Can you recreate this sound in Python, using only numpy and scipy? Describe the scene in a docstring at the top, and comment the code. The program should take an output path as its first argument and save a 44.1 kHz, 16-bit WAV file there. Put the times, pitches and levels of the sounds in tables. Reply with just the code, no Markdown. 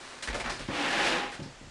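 """An object scuffs, knocks and slides once across a hollow, probably wooden surface. It is nudged in short,
gritty rubs and lands with a knock. Thousands of tiny contacts scrape and ring the surface as the slide swells
and slows, while friction keeps three narrow tones singing. Soft thumps follow. A small, quiet room surrounds it
all; beneath it lie a deep rumble and faint hiss."""
import sys
import numpy as np
from scipy import signal
from scipy.fft import rfft, irfft
from scipy.io import wavfile

SR = 44100
rng = np.random.default_rng(int(sys.argv[2]) if len(sys.argv) > 2 else 0)


def pcm_store(signal):
    """Save signal as 16-bit PCM."""
    levels = np.round(np.clip(np.atleast_2d(signal), -1, 1) * 32767)
    wavfile.write(sys.argv[1], SR, levels.astype(np.int16).T)


N = 74970
T = np.arange(N) / SR

# scuff cues: t/s, hold/s, decay/s, level/dB, grit send/dB, ring send/dB, rasp f/Hz, rasp send/dB
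SCUFF_CUES = [(0, 0.15, 0.14, -50.5, -2, -9.5, 1105, -5), (0.223, 0.015, 0.023, -44.5, 5, -30, 1740, -16),
              (0.273, 0.013, 0.011, -37, -11, -33, 1790, 1), (0.297, .003, 0.019, -40, -25, -4.5, 2050, -5),
              (0.328, 0.006, 0.0066, -45, -39, 1.5, 2350, 4),
              (0.342, 0.01, 0.051, -38.5, -5.5, -1, 563, 0.5),
              (0.397, 0.0092, 0.016, -45, 0, 1.5, 2260, 5.5), (0.441, 0.01, 0.012, -40, -32, -3.5, 1570, 0),
              (0.459, 0.032, 0.008, -40.5, -30, -0.5, 1480, -1),
              (0.495, 0.008, 0.065, -36.5, -7, -13, 4620, -7.5),
              (0.591, 0.0062, 0.06, -46.5, -4, -34, 3040, 0), (1.317, 0.033, 0.015, -47, -3, -22, 1580, -1),
              (1.424, 0.0095, 0.051, -51.5, -6, -4, 4830, -0.5)]
# tone of a scuff's rub: f/Hz, relative level/dB
RUB_EQ = [(80, -6), (220, 1), (1150, 0), (1900, 0), (2900, -6.5), (7000, -18), (12000, -55)]
# tone of the bright grit on top: f/Hz, relative level/dB
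GRIT_EQ = [(300, -4.5), (4400, 8.5), (6500, 3), (9300, 2), (12000, -16)]
# resonances of the object's scraping edge: f/Hz, width/Hz, relative level/dB
EDGE_MODES = [(1740, 140, 3.5), (2320, 220, -2.5), (4030, 400, -7)]
# resonances of the hollow surface: f/Hz, width/Hz, relative level/dB
SURFACE_MODES = [(295.5, 62, 2), (493, 27, 2.5), (724, 47, 0), (809, 29, 4.5), (1055, 10, -1)]
# fader ride of the rumble: t/s, level/dB
RUMBLE_RIDE = [(0, -62), (.25, -67), (.33, -44), (.7, -51), (.85, -55), (1.7, -58)]
# tone of the rumble: f/Hz, relative level/dB
RUMBLE_EQ = [(15, -27), (33, 14.5), (55, 0), (130, -1), (400, -60)]
# deep, soft bumps: t/s, f/Hz, level/dB, swell/s
BUMP_CUES = [(0.279, 53, -32, 0.02), (0.45, 35.3, -38, 0.032)]
# tone of the hiss: f/Hz, relative level/dB
HISS_EQ = [(100, -2), (400, 7.5), (2000, 3), (7500, -4.5), (12000, -21.5)]
# ticks as an edge catches: t/s, level/dB
TICK_CUES = [(0.33, -35), (.4612, -39), (0.505, -33)]
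# knocks on the surface: t/s, relative level/dB, contact time/ms
KNOCK_CUES = [(.605, -19, 1.3), (0.686, -8.5, 0.9), (.695, -8, 5.4), (1.393, -14.5, 1.4),
              (1.400, -25, 0.38), (1.418, -3.5, 4.65), (1.46, -19.5, 1.37), (1.612, -24.5, 1.46),
              (1.641, -15, 5.7), (1.673, -13.5, 5.7)]
# low modes that a knock rings: f/Hz, relative level/dB, t60/s
KNOCK_RING = [(142.3, -4.5, 0.21), (212.5, -6, 0.11), (262, -8.5, 0.16), (308, -2.5, .17),
              (493.5, -9.5, 0.32), (560, -6.5, 0.21), (835, -11, 0.11)]
# fader ride of the slide: t/s, level/dB, treble shelf/dB, rasp send/dB
SLIDE_RIDE = [(.68, -47, 10, -15), (.705, -40.5, 0.5, -5), (.76, -34, 3.5, -28), (.84, -31.5, 2.5, -8),
              (.91, -32, 5, -3), (1.0, -29, 3.5, -5.5), (1.07, -28.5, 7, -8), (1.18, -32, 2, -8.5),
              (1.285, -39, -3.5, -23), (1.32, -48.5, 7, -18), (1.41, -53.5, 7, -11)]
# tone of the slide's scrape: f/Hz, relative level/dB
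SCRAPE_EQ = [(60, -25.5), (150, -4.5), (330, 0), (1200, 0), (2700, -1), (7000, -20.5), (12000, -33)]
# three friction tones that shift as the contact moves: t/s, level/dB, f/Hz
LOW_TONE = [(.71, -46, 300), (.76, -36.5, 298), (.85, -36, 285), (.91, -46, 315), (1.04, -35.5, 320),
            (1.15, -38.5, 317), (1.35, -58, 315)]
MID_TONE = [(.95, -56, 502), (1.1, -41, 499), (1.35, -57, 490)]
HIGH_TONE = [(.72, -52, 805), (.93, -45, 810), (1.01, -38, 812), (1.07, -49, 803), (1.16, -45, 812),
             (1.2, -36, 818), (1.29, -42, 818), (1.35, -62, 820)]


def undb(db):
    return 10 ** (np.asarray(db) / 20)


def unit(x):
    """Scale to rms 1."""
    return x / np.sqrt(np.mean(x ** 2))


def noise():
    return rng.standard_normal(N)


def curve(rows, column=1):
    """One column of a table, joined by straight lines in time."""
    rows = np.array(rows)
    return np.interp(T, rows[:, 0], rows[:, column])


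def wander(rate_hz):
    """Random values joined by straight lines; spread near 1."""
    return np.interp(T * rate_hz, np.arange(N), noise())


def eq(x, points):
    """Minimum-phase EQ through (f/Hz, level/dB) points; rms 1."""
    hz, db = np.array(points).T
    size = 2 * N
    f = np.maximum(np.fft.rfftfreq(size, 1 / SR), 1)
    gain = undb(np.interp(np.log(f), np.log(hz), db))
    cepstrum = irfft(np.log(gain))
    cepstrum[1:N] *= 2  # folded onto positive time, so nothing rings ahead of a hit
    cepstrum[N:] = 0
    return unit(irfft(rfft(x, size) * np.exp(rfft(cepstrum)))[:N])


def contacts(per_s, spread_db):
    """Tiny impacts between two rough faces, random in time and size; rms 1."""
    hits = rng.random(N) < per_s / SR
    sizes = undb(spread_db * np.clip(noise(), -2, 2))
    return unit(hits * sizes * rng.choice([-1, 1], N))


def judder(rate_hz, depth_db):
    """Quick random unevenness of the contact pressure."""
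    return undb(depth_db * wander(rate_hz))


def resonate(x, modes):
    """A bank of resonances driven by x; rms 1."""
    return unit(sum(undb(db) * signal.lfilter(*signal.iirpeak(hz, hz / width, fs=SR), x)
                    for hz, width, db in modes))


def rasp(x, hz, q):
    """One steep-sided resonance of the rubbing contact; rms 1."""
    band = signal.iirpeak(hz, q, fs=SR)
    return unit(signal.lfilter(*band, signal.lfilter(*band, x)))


def scuffs(rise_s=.0026):
    """Short rubs: each bites, holds and dies away with its own blend of grit, hollow ring and rasp."""
    force = contacts(per_s=6000, spread_db=3.5) * judder(rate_hz=220, depth_db=.9)
    rub = eq(force, RUB_EQ) + undb(-8) * resonate(noise(), EDGE_MODES)
    grit = eq(contacts(per_s=8100, spread_db=1.5), GRIT_EQ)
    ring = resonate(noise(), SURFACE_MODES)
    chatter, out = noise(), np.zeros(N)
    for start, hold, decay, db, grit_db, ring_db, rasp_hz, rasp_db in SCUFF_CUES:
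        age = T - start
        attack = np.clip(age / rise_s, 0, 1)
        release = np.exp(-np.maximum(age - rise_s - hold, 0) / decay)
        bite = undb(rasp_db) * rasp(chatter, rasp_hz, q=2.8)
        blend = rub + undb(grit_db) * grit + undb(ring_db) * ring + bite
        out += undb(db) * attack * release * blend
    return out


def rumble():
    """A deep bed with two soft bumps, heaviest while the object is being nudged."""
    out = undb(curve(RUMBLE_RIDE)) * eq(noise(), RUMBLE_EQ)
    for start, hz, db, swell in BUMP_CUES:
        age = np.maximum(T - start, 0)
        envelope = (age / swell * np.exp(1 - age / swell)) ** 2
        out += undb(db) * envelope * np.sin(2 * np.pi * hz * age)
    return out


def hiss():
    """Faint, steady room tone."""
    return undb(-52) * eq(noise(), HISS_EQ)


def ticks(decay_s=.0018, centre_hz=3970):
    """Brief, bright snaps among the scuffs as an edge catches."""
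    envelope = sum(undb(db) * (T >= start) * np.exp(-np.abs(T - start) / decay_s)
                   for start, db in TICK_CUES)
    snap = signal.lfilter(*signal.iirpeak(centre_hz, Q=2.8, fs=SR), noise())
    return envelope * unit(snap)


def knocks(thud_decay_s=.014, low_cut_hz=108):
    """Blows ring the surface's low modes with a brief thud; a longer contact sounds duller."""
    ring = sum(undb(db) * np.sin(2 * np.pi * hz * T) * np.exp(-np.log(1000) * T / t60)
               for hz, db, t60 in KNOCK_RING)
    out = np.zeros(N)
    for start, db, contact_ms in KNOCK_CUES:
        progress = np.maximum(T - start, 0) * 1000 / contact_ms
        force = progress * np.exp(-np.pi * progress)
        thud = undb(10) * noise() * np.exp(-T / thud_decay_s)
        out += undb(db - 15.5) * signal.fftconvolve(force / force.sum(), ring + thud)[:N]
    return signal.sosfilt(signal.butter(3, low_cut_hz, "high", fs=SR, output="sos"), out)


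def slide(per_s=4200, spread_db=1, shelf_hz=3830):
    """One long push: dense contacts scrape and ring the surface, swelling and then easing off."""
    force = contacts(per_s, spread_db) * judder(rate_hz=250, depth_db=.6)
    scrape = eq(force, SCRAPE_EQ)
    treble = signal.sosfiltfilt(signal.butter(2, shelf_hz, "high", fs=SR, output="sos"), scrape)
    scrape += (undb(curve(SLIDE_RIDE, column=2)) - 1) * treble
    ring = undb(-8) * resonate(contacts(per_s, spread_db), SURFACE_MODES)
    bite = undb(curve(SLIDE_RIDE, column=3)) * rasp(contacts(per_s, spread_db), hz=1690, q=5.1)
    moving = (T > SLIDE_RIDE[0][0]) & (T < SLIDE_RIDE[-1][0])
    return moving * undb(curve(SLIDE_RIDE)) * (scrape + ring + bite)


def friction_tones(wander_hz=7):
    """The rubbed surface sings in narrow, unsteady tones; the highest lingers as the slide slows."""
    out = np.zeros(N)
    for ride in (LOW_TONE, MID_TONE, HIGH_TONE):
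        hz = curve(ride, column=2) + wander_hz * wander(rate_hz=120)
        tone = np.sin(2 * np.pi * np.cumsum(hz) / SR)
        pressure = judder(rate_hz=70, depth_db=2.5)
        singing = (T > ride[0][0]) & (T < ride[-1][0])
        out += singing * undb(curve(ride)) * unit(pressure * tone)
    return out


def room(x, t60_s=.18, wet_db=-13, damping_hz=6000, predelay_s=.004):
    """Nearby walls add a short, slightly dull tail."""
    wash = signal.lfilter(*signal.butter(1, damping_hz, fs=SR), noise())
    tail = wash * np.exp(-np.log(1000) * T / t60_s) * (T > predelay_s)
    return x + undb(wet_db) * signal.fftconvolve(x, tail / np.linalg.norm(tail))[:N]


def scene():
    """The mono mix: the moving object in its room, over rumble and hiss."""
    room_tone = hiss()
    action = scuffs() + ticks() + slide() + friction_tones() + knocks()
    return (room(action) + rumble() + room_tone)[None]


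def record(dry, roll_off_hz=10800, top_hz=11800):
    """The recorder rolls off the treble, then cuts the top."""
    soft = signal.sosfilt(signal.butter(10, roll_off_hz, fs=SR, output="sos"), dry)
    return signal.sosfilt(signal.ellip(10, .2, 80, top_hz, fs=SR, output="sos"), soft)


dry = scene()
out = record(dry)
pcm_store(out)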